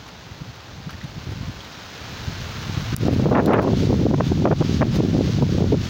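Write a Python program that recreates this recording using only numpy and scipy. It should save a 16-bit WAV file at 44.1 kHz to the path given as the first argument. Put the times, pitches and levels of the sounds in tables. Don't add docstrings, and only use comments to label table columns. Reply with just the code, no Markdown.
import sys
import numpy as np
from scipy import signal
from scipy.fft import rfft, irfft, next_fast_len
from scipy.io import wavfile
from scipy.ndimage import uniform_filter1d, minimum_filter1d, map_coordinates

SR = 44100
rng = np.random.default_rng(int(sys.argv[2]) if len(sys.argv) > 2 else 0)


def unload_audio(sound):
    columns = np.transpose(np.atleast_2d(sound))
    steps = np.round(np.clip(columns, -1, 1) * 32767)
    wavfile.write(sys.argv[1], SR, steps.astype(np.int16))


N = 259749
TIME = np.arange(N) / SR

# frequency in Hz, gain in dB.
CRISP_SPECTRUM = [(1000, 5.5), (4000, -3), (7000, -13), (10000, 2.5), (12500, 0), (15500, -2.5)]


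def from_db(db):
    return 10 ** (np.asarray(db) / 20)


def unit(x):
    return x / np.sqrt(np.mean(x ** 2) + 1e-20)


def follow(rows):
    return np.interp(TIME, *np.transpose(rows))


def add(mix, start_s, sound):
    part = mix[max(round(start_s * SR), 0):][:len(sound)]
    part += sound[:len(part)]


def colour(x, spectrum):
    hz, db = np.transpose(spectrum)
    size = next_fast_len(len(x))
    bins = np.fft.rfftfreq(size, 1 / SR)
    gain = from_db(np.interp(np.log(bins + 1), np.log(hz), db))
    return irfft(rfft(x, size) * gain, size)[:len(x)]


def wander(rate_hz):
    size = next_fast_len(N)
    rolloff = np.exp(-(np.fft.rfftfreq(size, 1 / SR) / rate_hz) ** 2)
    return unit(irfft(rfft(rng.standard_normal(size)) * rolloff)[:N])


def crackle(spectrum, per_s, spread_db):
    sizes = from_db(spread_db * np.minimum(rng.exponential(1, N), 5))
    snaps = sizes * rng.standard_normal(N) * (rng.random(N) < per_s / SR)
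    return unit(colour(snaps, spectrum))


def background_hiss(flutter_db=0.14, fizz_db=-51.5, fizz_growth=1.5):
    # time in seconds, relative level in dB.
    hiss_levels = [(0, -53), (.8, -52.5), (1.75, -48.5), (2.2, -45.5), (2.93, -43), (3.1, -45.5),
                   (4.2, -51), (5.89, -49.5)]
    # frequency in Hz, gain in dB.
    hiss_spectrum = [(60, -13), (170, 5.5), (400, 2), (800, -2), (1500, -0.5), (2000, -4.5), (4000, -6),
                     (6500, -13.5), (8000, -14.5), (13000, -19), (15500, -11.5)]
    level_db = follow(hiss_levels)
    hiss = crackle(hiss_spectrum, per_s=16000, spread_db=1.3)
    hiss *= from_db(level_db + 5 + flutter_db * wander(25))
    fizz = crackle(CRISP_SPECTRUM, per_s=3000, spread_db=2.4)
    fizz *= from_db(fizz_db + fizz_growth * (level_db - level_db.max()))
    return hiss + fizz


def neighbourhood(level_db=-46):
    # frequency in Hz, gain in dB.
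    spectrum = [(25, -24), (60, 13), (130, 11.5), (400, -5.5), (700, -3.5), (950, -3.5), (1400, -28),
                (2200, -27), (9000, -41)]
    return from_db(level_db) * unit(colour(rng.standard_normal(N), spectrum))


def eddy_field(size=2 ** 18, points_per_eddy=32):
    whirls_per_eddy = np.fft.rfftfreq(size) * points_per_eddy
    return unit(irfft(rfft(rng.standard_normal(size)) * np.exp(-whirls_per_eddy)))


def airflow(force_db, calm_hz=72, brisk_hz=145, brisk_db=-20, octave_db=6.5, overload=0.76):
    over_db = force_db - brisk_db
    level_db = force_db - overload * np.maximum(over_db, 0)
    eddy_hz = np.maximum(calm_hz, brisk_hz * 2 ** (over_db / octave_db))
    return level_db, eddy_hz


def blow(field, eddy_hz, port_hz=95, points_per_eddy=32):
    lead = SR // 20
    eddy_hz = np.concatenate([np.full(lead, eddy_hz[0]), eddy_hz])
    place = rng.random() * len(field) + points_per_eddy * np.cumsum(eddy_hz) / SR
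    pressure = map_coordinates(field, [place % (len(field) - 1)], order=1)
    port = signal.butter(3, port_hz, "highpass", fs=SR, output="sos")
    return signal.sosfilt(port, pressure)[lead:]


def wind(field, fitful=.22, surge_db=0.75, even_s=0.031, lumpy_db=1.5, lumps_hz=14):
    # time in seconds, force in dB.
    flow = [(0, -65), (.3, -52), (.66, -53), (.78, -41), (1.05, -48), (1.42, -29.5), (1.7, -55.5),
            (2.3, -34.5), (2.96, -29.5), (3.02, -19.5), (3.21, -17), (3.36, -10), (3.6, -9), (3.78, -20),
            (4.03, -15), (4.25, -22), (4.48, -14), (4.57, -23), (4.78, -19), (5.3, -20.5), (5.78, -20),
            (5.88, -32)]
    level_db, eddy_hz = airflow(follow(flow) + lumpy_db * wander(lumps_hz))
    surge = wander(88.76)
    pressure = blow(field, eddy_hz * np.exp(fitful * (surge - 1))) * from_db(surge_db * surge)
    power = uniform_filter1d(pressure ** 2, int(even_s * SR))
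    evened = pressure / np.sqrt(abs(power) + 1e-9)
    return evened * from_db(level_db)


def rustles(attack_s=0.00042):
    # start in seconds, relative level in dB, decay time in seconds, resonance in Hz.
    scuffs = [(0.063, -34.5, 0.0058, 1090), (.087, -38, 0.0072, 1330), (.602, -41, .011, 1200),
              (.893, -36, .012, 1370), (0.928, -40, 0.011, 1820), (1.012, -42, 0.011, 1920),
              (1.039, -45, .008, 3740), (1.318, -33, .0086, 337), (1.434, -44, .011, 1090),
              (1.605, -38.5, .008, 3200), (2.93, -41, .013, 1550)]
    out, t = np.zeros(N), np.arange(SR // 8) / SR
    for start_s, db, decay_s, hz in scuffs:
        band = [(hz / 4, -23), (hz / 1.44, -13), (hz, 0), (hz * 1.18, -13), (hz * 4, -23), (hz * 12, -35)]
        noise = unit(colour(rng.standard_normal(len(t)), band))
        envelope = np.exp(-t / decay_s) * (1 - np.exp(-t / attack_s))
        add(out, start_s, from_db(db - 2.5) * noise * envelope)
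    return out


def swishes():
    # midpoint in seconds, length in seconds, relative level in dB.
    flicks = [(0.085, .03, -49), (0.914, 0.045, -45), (1.046, 0.03, -48), (1.306, 0.08, -53),
              (2.662, 0.013, -41), (2.81, 0.042, -49), (3.125, 0.081, -42), (3.629, 0.038, -34.5),
              (3.831, 0.091, -47), (4.291, .05, -51), (4.96, 0.087, -42)]
    envelope = np.zeros(N)
    for middle_s, length_s, db in flicks:
        add(envelope, middle_s - length_s / 2, from_db(db) * np.hanning(int(length_s * SR)))
    return envelope * crackle(CRISP_SPECTRUM, per_s=4000, spread_db=4.0)


def gusts(field, boost_db=1.5, edge_speed=.5, stretch=1.7, ragged=.22, port_limit=4.4):
    # midpoint in seconds, length in seconds before stretching, force in dB.
    eddies = [(.267, .026, -46), (0.315, 0.024, -36.5), (.418, 0.023, -33), (0.491, 0.027, -38),
              (.874, 0.02, -31.5), (0.946, 0.028, -35), (1.044, .03, -33.5), (1.172, 0.025, -33.5),
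              (1.28, .032, -29), (1.322, 0.024, -32), (1.492, .028, -31.5), (2.119, .028, -40),
              (2.286, 0.026, -27), (2.69, 0.026, -29), (2.775, 0.024, -27), (2.936, 0.023, -25),
              (3.089, .012, -12.5), (3.133, .01, -15.5), (3.196, 0.0086, -14), (3.264, .014, -10.5),
              (3.325, .022, -11), (3.383, 0.045, -4.5), (3.5, 0.041, -6.5), (3.549, 0.042, -2.5),
              (3.59, .024, -4.5), (3.677, .008, -9), (3.736, .011, -13.5), (3.916, 0.051, -17),
              (4.06, 0.0161, -12.5), (4.111, .01, -14), (4.142, .008, -7.5), (4.206, 0.0082, -6.5),
              (4.32, .008, -15), (4.465, .038, -10), (4.521, .026, -8), (4.618, .022, -10),
              (4.822, 0.021, -6), (4.995, .028, -15.5), (5.155, .028, -15), (5.188, .012, -16),
              (5.213, 0.0082, -13), (5.431, .02, -14), (5.623, .011, -13.5), (5.727, .016, -12),
              (5.746, .01, -10)]
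    # frequency in Hz, gain in dB.
    spectrum = [(25, -25), (50, -7), (100, -1.0), (350, 1.0), (700, -1.0), (1400, -0.5), (2800, -0.5),
                (5000, -9), (9000, -26)]
    out, jitter = np.zeros(N), wander(219.2)
    for middle_s, length_s, force_db in eddies:
        level_db, eddy_hz = airflow(force_db)
        swell = signal.windows.tukey(int(stretch * length_s * SR), .7)
        jolt = np.exp(ragged * (jitter[int(middle_s * SR):][:len(swell)] - 1))
        speed = edge_speed + (1 - edge_speed) * swell
        pressure = unit(blow(field, eddy_hz * jolt * speed) * jolt)
        pressure = np.tanh(pressure / port_limit) * swell
        add(out, middle_s - len(swell) / SR / 2, unit(pressure) * from_db(level_db + boost_db))
    return colour(out, spectrum)


def ticks(snap_s=0.00034, ring_share=0.21, ring_s=0.00046):
    # time in seconds, relative level in dB, ring frequency in Hz.
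    contacts = [(.556, -31, 11800), (2.664, -37, 11000), (2.9652, -1.5, 7500), (2.9873, -23, 9000),
                (3.172, -28, 10500), (3.432, -22, 10500), (3.4604, -8, 3930), (3.536, -12, 10400),
                (5.428, -28, 12180), (5.609, -32, 12000)]
    # frequency in Hz, gain in dB.
    snap_spectrum = [(500, -25), (2500, -12), (4000, -21), (7000, 3), (10500, 19), (12500, 10), (15500, 11)]
    out = np.zeros(N)
    t = np.arange(SR // 50) / SR - .005
    for contact_s, db, hz in contacts:
        snap = colour(rng.standard_normal(len(t)) * np.exp(-abs(t) / snap_s), snap_spectrum)
        ring = (t > 0) * np.sin(2 * np.pi * hz * t) * np.exp(-abs(t) / ring_s)
        tick = unit(unit(snap) + ring_share * unit(ring))
        add(out, contact_s + t[0], from_db(db - 20) * tick)
    return out


def level_dip():
    # time in seconds, gain in dB.
    gain_curve = [(2.947, 5.5), (2.953, -11.5), (2.972, -3), (2.993, -2.5), (3.015, 5)]
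    return from_db(follow(gain_curve))


def nylon(catch_db=0.5, resting_db=-44, taper=.85):
    # midpoint in seconds, length in seconds, relative level in dB.
    strokes = [(3.048, 0.14, -45), (3.808, 0.2, -38.5), (4.02, 0.081, -52), (4.269, 0.11, -40.5),
               (4.69, 0.37, -38.5), (4.947, 0.11, -38), (5.28, 0.43, -40), (5.547, 0.22, -43),
               (5.86, 0.17, -38)]
    # time in seconds, contact from 0 to 1.
    contact = [(3.4, 0.02), (3.7, 1)]
    sliding = np.zeros(N)
    for middle_s, length_s, db in strokes:
        swell = signal.windows.tukey(int(length_s * SR), taper)
        add(sliding, middle_s - length_s / 2, from_db(db) * swell)
    slip = np.hypot(sliding, from_db(resting_db) * follow(contact))
    # frequency in Hz, gain in dB.
    weave_spectrum = [(200, 17.5), (900, -2), (2000, -3), (3500, -0.5), (5000, -3.5), (6500, -8),
                      (8000, -9.5), (15500, -13)]
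    snaps = crackle(weave_spectrum, per_s=9000, spread_db=0.99)
    return slip * snaps * from_db(3 + catch_db * wander(24))


def scene():
    field = eddy_field()
    cloth = nylon() + swishes() + rustles()
    buffeting = wind(field) + gusts(field)
    background = background_hiss() + neighbourhood()
    return ((buffeting + background + cloth) * level_dip() + ticks())[None]


def record(dry, threshold_db=-7.5, squeeze=0.88, recovery_db_per_s=70, attack_s=0.0055, cutoff_hz=16100):
    # frequency in Hz, gain in dB.
    mic_response = [(20, -7.5), (6500, 2), (7200, -5), (8100, -14), (10700, -17), (12500, -16.5),
                    (14000, -21), (14800, -5.5), (15500, -9), (16000, -13)]
    mic = colour(dry[0], mic_response)
    duck_db = squeeze * np.maximum(20 * np.log10(abs(mic) + 1e-9) - threshold_db, 0)
    recovery_db = recovery_db_per_s * TIME
    gain_db = recovery_db - np.maximum.accumulate(duck_db + recovery_db)
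    width = int(attack_s * SR)
    eased_db = uniform_filter1d(minimum_filter1d(gain_db, width), width)
    limited = mic * from_db(eased_db)
    lowpass = signal.firwin(511, cutoff_hz, window=("kaiser", 9), fs=SR)
    return signal.oaconvolve(limited, lowpass, "same")[None]


dry = scene()
out = record(dry)
unload_audio(out)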